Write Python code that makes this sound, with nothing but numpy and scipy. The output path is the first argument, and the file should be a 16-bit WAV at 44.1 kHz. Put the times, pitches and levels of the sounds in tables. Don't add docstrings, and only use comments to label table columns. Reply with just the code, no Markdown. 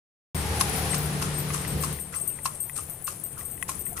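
import sys
import numpy as np
from scipy import signal
from scipy.fft import rfft, irfft
from scipy.io import wavfile

SR = 44100
rng = np.random.default_rng(int(sys.argv[2]) if len(sys.argv) > 2 else 0)


def persist_wave(psi):
    counts = np.round(np.clip(psi, -1, 1) * 32767).astype(np.int16)
    wavfile.write(sys.argv[1], SR, np.atleast_2d(counts).T)


N = 176400
T = np.arange(N) / SR

# (time [s], clop level [dB], pitch [Hz], crunch level [dB], slide level [dB])
LANDINGS = [(.608, -15, 1078, -16, -27.5), (.942, -24.5, 1175, -26, -31.5), (1.222, -21, 1110, -26, -34.5),
            (1.242, -26, 1310, -37, -40), (1.503, -23.5, 1161, -53, -41), (1.544, -21.5, 1147, -54, -30),
            (1.836, -20, 1096, -27.5, -28.5), (2.133, -32.5, 1390, -50, -43),
            (2.154, -29.5, 1175, -48, -39), (2.456, -14, 1068, -23, -31.5), (2.767, -37, 1300, -48, -34),
            (2.786, -28, 1183, -47, -50), (3.078, -18, 1127, -36, -31.5), (3.39, -36, 1210, -54, -41),
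            (3.691, -20, 1033, -38, -29.5), (3.974, -30, 1362, -42, -36.5)]
# (time [s], level [dB])
HARNESS_SHAKE = [(.35, -38), (.55, -37.5), (.7, -32.5), (.95, -35), (1.15, -37.5), (1.55, -38.5),
                 (2.05, -41), (2.3, -39.5), (3.0, -41.5), (3.4, -41.5), (4, -41)]


def from_db(db):
    return 10 ** (np.asarray(db) / 20)


def lean_left(right_db):
    return from_db([[0], [right_db]])


def unit_rms(x):
    return x / np.sqrt(np.mean(x ** 2) + 1e-20)


def in_time(rows):
    times, *columns = np.transpose(rows)
    return [np.interp(T, times, c) for c in columns]


def at_hz(rows, hz):
    freqs, *columns = np.transpose(rows)
    return [np.interp(np.log(hz + 1), np.log(freqs), c) for c in columns]


def drift(rate):
    return unit_rms(np.interp(T * rate, np.arange(N // 20), rng.standard_normal(N // 20)))


def any_phase():
    return rng.uniform(0, 2 * np.pi)


def jitter(spread):
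    return spread * rng.uniform(-1, 1)


def random_times(per_s):
    return T[rng.random(N) < per_s / SR]


def add_hit(out, s, db, rise, t60, hz=0, phase=0):
    first = int(np.clip(s * SR, 0, N - 1))
    t = T[:min(N - first, int((rise + t60) * SR))]
    attack = np.minimum(t / max(rise, 1 / SR), 1)
    decay = np.exp(-np.log(1000) * np.maximum(t - rise, 0) / t60)
    out[first:first + len(t)] += from_db(db) * attack * decay * np.cos(2 * np.pi * hz * t + phase)


def hit(*shape, **settings):
    out = np.zeros(N)
    add_hit(out, *shape, **settings)
    return out


def ring_out(pulses, t60):
    return signal.lfilter([1], [1, -np.exp(-np.log(1000) / (t60 * SR))], pulses)


def noise(spectrum, right_db=None):
    # (frequency [Hz], left-right correlation [0-1], left minus right [dB])
    image = [(35, 0.9, -7), (129, .9, 3.5), (300, 0.74, 2), (680, 0.71, 2), (1340, 0, 3), (2340, 0.2, 3.5),
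             (4600, 0, -1.5), (7200, 0.2, 3), (9200, 0, 15.5), (16000, 0, 22)]
    hz = np.arange(N // 2 + 1) * SR / N
    alike, pan_db = at_hz(image, hz)
    mid, side = rfft(rng.standard_normal((2, N))) * from_db(at_hz(spectrum, hz)[0])
    sign = np.array([[1], [-1]])
    stereo = np.sqrt(1 + alike) * mid + sign * np.sqrt(1 - alike) * side
    if right_db is None:
        return unit_rms(irfft(stereo * from_db(sign * pan_db / 2), N))
    return unit_rms(irfft(stereo, N)) * lean_left(right_db)


def reflect(knocks, echo_db=-3):
    tail = rng.standard_normal((2, N)) * hit(s=0.0025, db=0, rise=0, t60=0.11)
    tail /= np.sqrt(np.sum(tail ** 2, axis=1, keepdims=True))
    echo = signal.fftconvolve(knocks[None], tail[:, :SR // 2])[:, :N]
    direct = np.array([np.roll(knocks, shift=2), knocks])
    return (direct + from_db(echo_db) * echo) * lean_left(-6)


def motorcycles(waver=0.00397, rough_db=1.15):
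    # (time [s], firing rate [Hz], harmonic 2 [dB], harmonic 4 [dB], other harmonics [dB])
    engine = [(.35, 37.83, -33.5, -40, -42), (.55, 37.55, -34, -42, -38), (.85, 37.33, -34.5, -38, -36),
              (1.03, 37.32, -41, -31.5, -38), (1.3, 37.07, -45, -31.5, -37), (1.55, 36.93, -43, -34.5, -39),
              (1.8, 36.81, -39, -32, -41.5), (1.92, 36.75, -46, -31.5, -39.5), (1.96, 36.87, -47, -50, -48),
              (2.5, 36.3, -62, -50.5, -60), (4, 36.7, -54.5, -64, -52)]
    # (harmonic number, level offset [dB])
    overtones = [(3, -13.5), (5, -2.5), (6, -19), (7, -16), (8, -12), (10, -12), (12, -9), (14, -15.5)]
    # (time [s], rumble level [dB], rush level [dB])
    pass_by = [(.35, -34.5, -35.5), (.55, -33.5, -33.5), (.7, -34.5, -32), (.88, -37, -32.5),
               (1.02, -33, -35.5), (1.45, -36.5, -37.5), (1.65, -38, -38), (1.76, -32, -39),
               (1.92, -38.5, -39.5), (2.02, -48, -51.5), (2.4, -74, -58), (4, -45, -69)]
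    # (frequency [Hz], relative level [dB])
    exhaust_eq = [(25, -32), (45, -7.5), (70, 1), (130, 0), (190, -3.5), (260, -9.5), (450, -11),
                  (700, -21), (1500, -56)]
    # (frequency [Hz], relative level [dB])
    tyre_eq = [(200, -13), (450, 2), (600, -1), (780, 3.5), (1000, 1.5), (1700, 0), (3000, -3.5),
               (5500, -6), (8000, -12), (12000, -15.5), (16000, -37)]
    firing_hz, second_db, fourth_db, others_db = in_time(engine)
    phase = 2 * np.pi * np.cumsum(firing_hz * (1 + waver * drift(12))) / SR
    harmonics = [(2, second_db), (4, fourth_db)] + [(k, others_db + db) for k, db in overtones]
    hum = sum(np.sqrt(2) * from_db(db + rough_db * drift(18)) * np.sin(k * phase + any_phase())
              for k, db in harmonics)
    rumble_db, rush_db = in_time(pass_by)
    rumble = from_db(rumble_db) * noise(exhaust_eq)
    rush = from_db(rush_db) * noise(tyre_eq)
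    return hum * lean_left(-2) + rumble + rush


def gear_whine(width_hz=150):
    # (time [s], pitch [Hz], level [dB])
    glide = [(.35, 860, -49), (.5, 835, -39.5), (.7, 785, -39.5), (.9, 735, -40), (1.05, 715, -55),
             (1.4, 700, -69)]
    hz, db = in_time(glide)
    phase = 2 * np.pi * np.cumsum(hz) / SR
    band = drift(width_hz) * np.cos(phase) + drift(width_hz) * np.sin(phase)
    return from_db(db) * band * lean_left(-3)


def wheels(level_db=-47, bump_db=2):
    # (frequency [Hz], relative level [dB])
    wheel_eq = [(25, -10), (40, -9.5), (80, 2), (150, -1), (230, -9), (450, -12.5), (1000, -16),
                (2000, -19.5), (3500, -25.5), (6000, -32.5), (16000, -43)]
    return from_db(level_db + bump_db * drift(25.196)) * noise(wheel_eq)


def carriage_body(soft_db=-51, low_hz=246, high_hz=943):
    # (time [s], level [dB], pitch [Hz])
    jolts = [(2.207, -38.5, 640), (2.235, -40.5, 377), (3.81, -40, 403), (3.92, -37.5, 703)]
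    soft_knocks = [(s, soft_db + jitter(5), low_hz * (high_hz / low_hz) ** rng.random())
                   for s in random_times(per_s=90)]
    knocks = np.zeros(N)
    for s, db, hz in list(jolts) + soft_knocks:
        add_hit(knocks, s, db, rise=.003, t60=0.054, hz=hz, phase=any_phase())
    return reflect(knocks)


def harness_rattle(touches_per_s=470, spread_db=5, touch_t60=0.11, power_floor=0.31, right_db=-22.5):
    # (time [s], level [dB])
    clinks = [(.611, -17), (0.695, -20), (1.058, -23), (1.566, -26), (1.849, -30), (1.926, -24),
              (2.147, -26), (2.199, -25), (2.276, -21.5), (2.693, -32.5), (2.777, -23), (2.897, -24),
              (3.022, -29), (3.197, -27.5), (3.236, -27), (3.316, -33), (3.377, -29), (3.512, -27.5),
              (3.626, -15.5), (3.693, -21), (3.753, -23.5), (3.929, -28.5), (1.998, -32), (3.451, -34),
              (3.851, -34), (3.975, -25)]
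    # (frequency [Hz], relative level [dB])
    metal_eq = [(3000, -52), (7000, -9.5), (8600, -3.5), (9900, 6), (10700, 2), (12300, -12), (16000, -29)]
    sizes = from_db(spread_db * np.minimum(rng.exponential(1, N), 4))
    touches = sizes ** 2 * (rng.random(N) < touches_per_s / SR)
    power = ring_out(touches, touch_t60 / 2)
    flicker = unit_rms(np.sqrt(power / power.mean() + power_floor))
    rattle = from_db(in_time(HARNESS_SHAKE)[0]) * flicker
    rise, t60 = 0.00084, 0.033
    bursts = sum(hit(s, db, rise, t60) for s, db in clinks)
    rings = sum(hit(s, db - 2, rise, t60, hz=10200 + jitter(450), phase=any_phase()) for s, db in clinks)
    return np.hypot(rattle, bursts / 2) * noise(metal_eq, right_db) + rings * lean_left(right_db)


def link_pings(base_db=-39, low_hz=8830, high_hz=11440):
    pings = np.zeros(N)
    for s in random_times(per_s=70):
        db = base_db + jitter(5)
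        add_hit(pings, s, db, rise=0, t60=0.057, hz=rng.uniform(low_hz, high_hz), phase=any_phase())
    shake_db, = in_time(HARNESS_SHAKE)
    return pings * from_db(shake_db - shake_db.mean()) * lean_left(-22.5)


def bell_mode(hits, hz, t60, flutter_per_s=45, depth=0.15, turn_rad=0.75):
    push = np.zeros(N + SR, complex)
    for s, db, rise in hits:
        first, length = int(s * SR), int(rise * SR) + 1
        push[first:first + length] += from_db(db) * np.exp(1j * any_phase()) / length
    ring = ring_out(push[:N] + 1e-18, t60) * np.exp(2j * np.pi * hz * T)
    swing = np.array([depth * drift(flutter_per_s) + 1j * turn_rad * drift(flutter_per_s)
                      for ear in "LR"])
    return np.real(ring * np.exp(swing))


def pellet_bell(jingles, modes, pitches_hz, swell_s=0.0019, bounce_s=.024, bounce_db=-8, roll_db=-54):
    strikes = [(s, lower, upper, swell_s * from_db(lower - upper)) for s, lower, upper in jingles]
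    bounces = [(s + bounce_s * (1 + jitter(.5)), lower + bounce_db, upper + bounce_db, 0)
               for s, lower, upper in jingles]
    rolls = [(s, roll_db, roll_db, 0) for s in random_times(per_s=20)]
    times, lower_db, upper_db, swells = np.transpose(strikes + bounces + rolls)
    shell = 0
    for hz, (gain_db, t60) in zip(pitches_hz, modes):
        drive_db = upper_db if hz == pitches_hz[-1] else lower_db
        shell = shell + bell_mode(zip(times, drive_db + gain_db, swells), hz, t60)
    return shell


def harness_bells():
    # (time [s], level [dB])
    tinkles = [(.348, -33), (.685, -38), (.977, -25), (1.924, -37), (2.195, -39), (3.021, -39),
               (3.383, -34)]
    # (time [s], lower ring [dB], upper ring [dB])
    loud_jingles = [(.348, -39, -44), (.76, -48, -34), (.897, -27, -50), (1.38, -37, -30.5),
                    (1.58, -33.5, -45), (1.674, -32, -38), (1.803, -37, -46), (1.997, -35, -38),
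                    (2.152, -28.5, -44), (2.21, -29, -39), (2.274, -27, -29), (2.43, -33.5, -40),
                    (2.545, -39, -49), (2.601, -27.5, -32), (2.66, -42, -41), (2.725, -35, -50),
                    (2.758, -27.5, -46), (2.897, -43, -37.5), (3.041, -30.5, -34), (3.236, -34, -32),
                    (3.39, -37.5, -40), (3.45, -31.5, -37), (3.511, -38, -42), (3.685, -38.5, -44),
                    (3.792, -34.5, -32), (3.852, -31.5, -41), (3.988, -39, -33)]
    # (gain [dB], t60 [s])
    loud_modes = [(6, 0.23), (-13, .4), (-16, 0.3), (-2.5, 0.09), (6.5, 0.22)]
    # (time [s], lower ring [dB], upper ring [dB])
    soft_jingles = [(.348, -36, -48), (.76, -50, -40), (.9, -40, -43), (1.028, -44, -37), (1.213, -43, -47),
                    (1.335, -34.5, -48), (1.38, -34, -39), (1.803, -36, -39), (1.925, -44, -40),
                    (1.997, -40, -47), (2.152, -45, -40), (2.21, -37, -45), (2.274, -34.5, -50),
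                    (2.601, -43, -52), (2.82, -45, -41), (2.897, -44.5, -52), (3.236, -36, -46),
                    (3.511, -38, -42), (3.852, -43, -35)]
    # (gain [dB], t60 [s])
    soft_modes = [(4.5, 0.56), (6, .36)]
    tiny_rise_s = 0.0038
    tiny = bell_mode([(s, db, tiny_rise_s) for s, db in tinkles], hz=14908, t60=0.22)
    loud = pellet_bell(loud_jingles, loud_modes, pitches_hz=[8474, 8857, 9199, 9738, 13865])
    soft = pellet_bell(soft_jingles, soft_modes, pitches_hz=[8556, 13455])
    return (tiny + loud + soft) * lean_left(-16.5)


def shaft(rise=0.00045, detune=0.027):
    # (time [s], level [dB])
    knocks = [(.366, -29.5), (.933, -21), (1.504, -25), (1.649, -25), (1.785, -33), (1.988, -31.5),
              (2.14, -28), (2.388, -31), (2.696, -26), (3.41, -32), (3.577, -36.5), (3.6262, -16.5),
              (3.866, -33), (3.978, -29)]
    # (frequency [Hz], gain [dB], t60 [s])
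    modes = [(1056, -13, 0.032), (1995, -0.5, 0.021), (2494, -8, 0.019), (3200, -11.5, 0.008),
             (5750, -20, .012), (6900, -15, .012)]
    out = np.zeros(N)
    for s, db in knocks:
        for hz, gain_db, t60 in modes:
            add_hit(out, s, db + gain_db, rise, t60, hz * (1 + jitter(detune)), any_phase())
    return out * lean_left(-15.5)


def hooves(clop_rise=0.0014, vary_db=3, detune=0.036, slide_lead_s=0.014):
    # (frequency [multiple of its pitch], gain [dB], t60 [s])
    modes = [(.8, -25, 0.028), (1.001, -2, 0.02), (1.3, -14.5, 0.027), (1.65, -23, 0.012),
             (2.42, -12.5, 0.013), (3.85, -19, 0.02)]
    # (frequency [Hz], relative level [dB])
    crunch_eq = [(300, -37), (900, 4), (2500, 3), (3500, 1.5), (5500, 7.5), (7500, -6.5), (10300, 4),
                 (12500, -13), (16000, -34)]
    # (frequency [Hz], relative level [dB])
    slide_eq = [(800, -8.5), (2500, -2.5), (4000, -5), (6500, 3.5), (10000, 2), (12500, -6.5), (16000, -32)]
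    clops, crunch_env, slide_env = np.zeros((3, N))
    for s, clop_db, hz, crunch_db, slide_db in LANDINGS:
        for ratio, gain_db, t60 in modes:
            mode_db = clop_db + gain_db - jitter(vary_db)
            mode_hz = hz * ratio * (1 + jitter(detune))
            add_hit(clops, s, mode_db, clop_rise, t60, mode_hz, any_phase())
        add_hit(crunch_env, s, crunch_db, rise=0.0039, t60=0.032)
        add_hit(slide_env, s - slide_lead_s, slide_db, rise=0.012, t60=0.088)
        add_hit(slide_env, s, slide_db - 9, rise=0.012, t60=0.52)
    crunch = crunch_env * noise(crunch_eq) * unit_rms(from_db(2 * drift(740)))
    slide = slide_env * noise(slide_eq) * unit_rms(from_db(3 * drift(700)))
    return reflect(clops) + crunch + slide


def hoof_scuffs(rise=0.0127, t60=0.31, landed_hz=1165, sag_hz_per_s=11000, width_hz=420):
    # (time [s], level [dB])
    scuffs = [(1.205, -34), (1.53, -35), (1.82, -39), (2.119, -39.5), (2.289, -51), (2.477, -45),
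              (2.76, -45), (3.09, -50), (3.366, -44), (3.705, -43), (3.956, -37.5)]
    landing_times = np.array(LANDINGS)[:, 0]
    ring = 0
    for s, db in scuffs:
        nearest_landing = landing_times[np.argmin(abs(landing_times - s - 2 * rise))]
        hz = landed_hz + sag_hz_per_s * np.maximum(nearest_landing - T, 0)
        ring = ring + hit(s, db, rise, t60) * np.exp(2j * np.pi * np.cumsum(hz) / SR)
    rubbing = np.array([drift(width_hz) + 1j * drift(width_hz) for ear in "LR"])
    return np.real(ring * rubbing) * lean_left(-3)


def scene():
    horse = hooves() + hoof_scuffs()
    tack = shaft() + harness_bells() + harness_rattle() + link_pings()
    traffic = motorcycles() + gear_whine()
    return horse + tack + traffic + wheels() + carriage_body()


def record(dry, ceiling=.6, start_s=.346, cutoff_hz=16000):
    rounded = ceiling * np.tanh(dry / ceiling)
    lowpass = signal.ellip(10, .1, 80, cutoff_hz, fs=SR, output="sos")
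    return signal.sosfilt(lowpass, rounded * (T >= start_s))


dry = scene()
out = record(dry)
persist_wave(out)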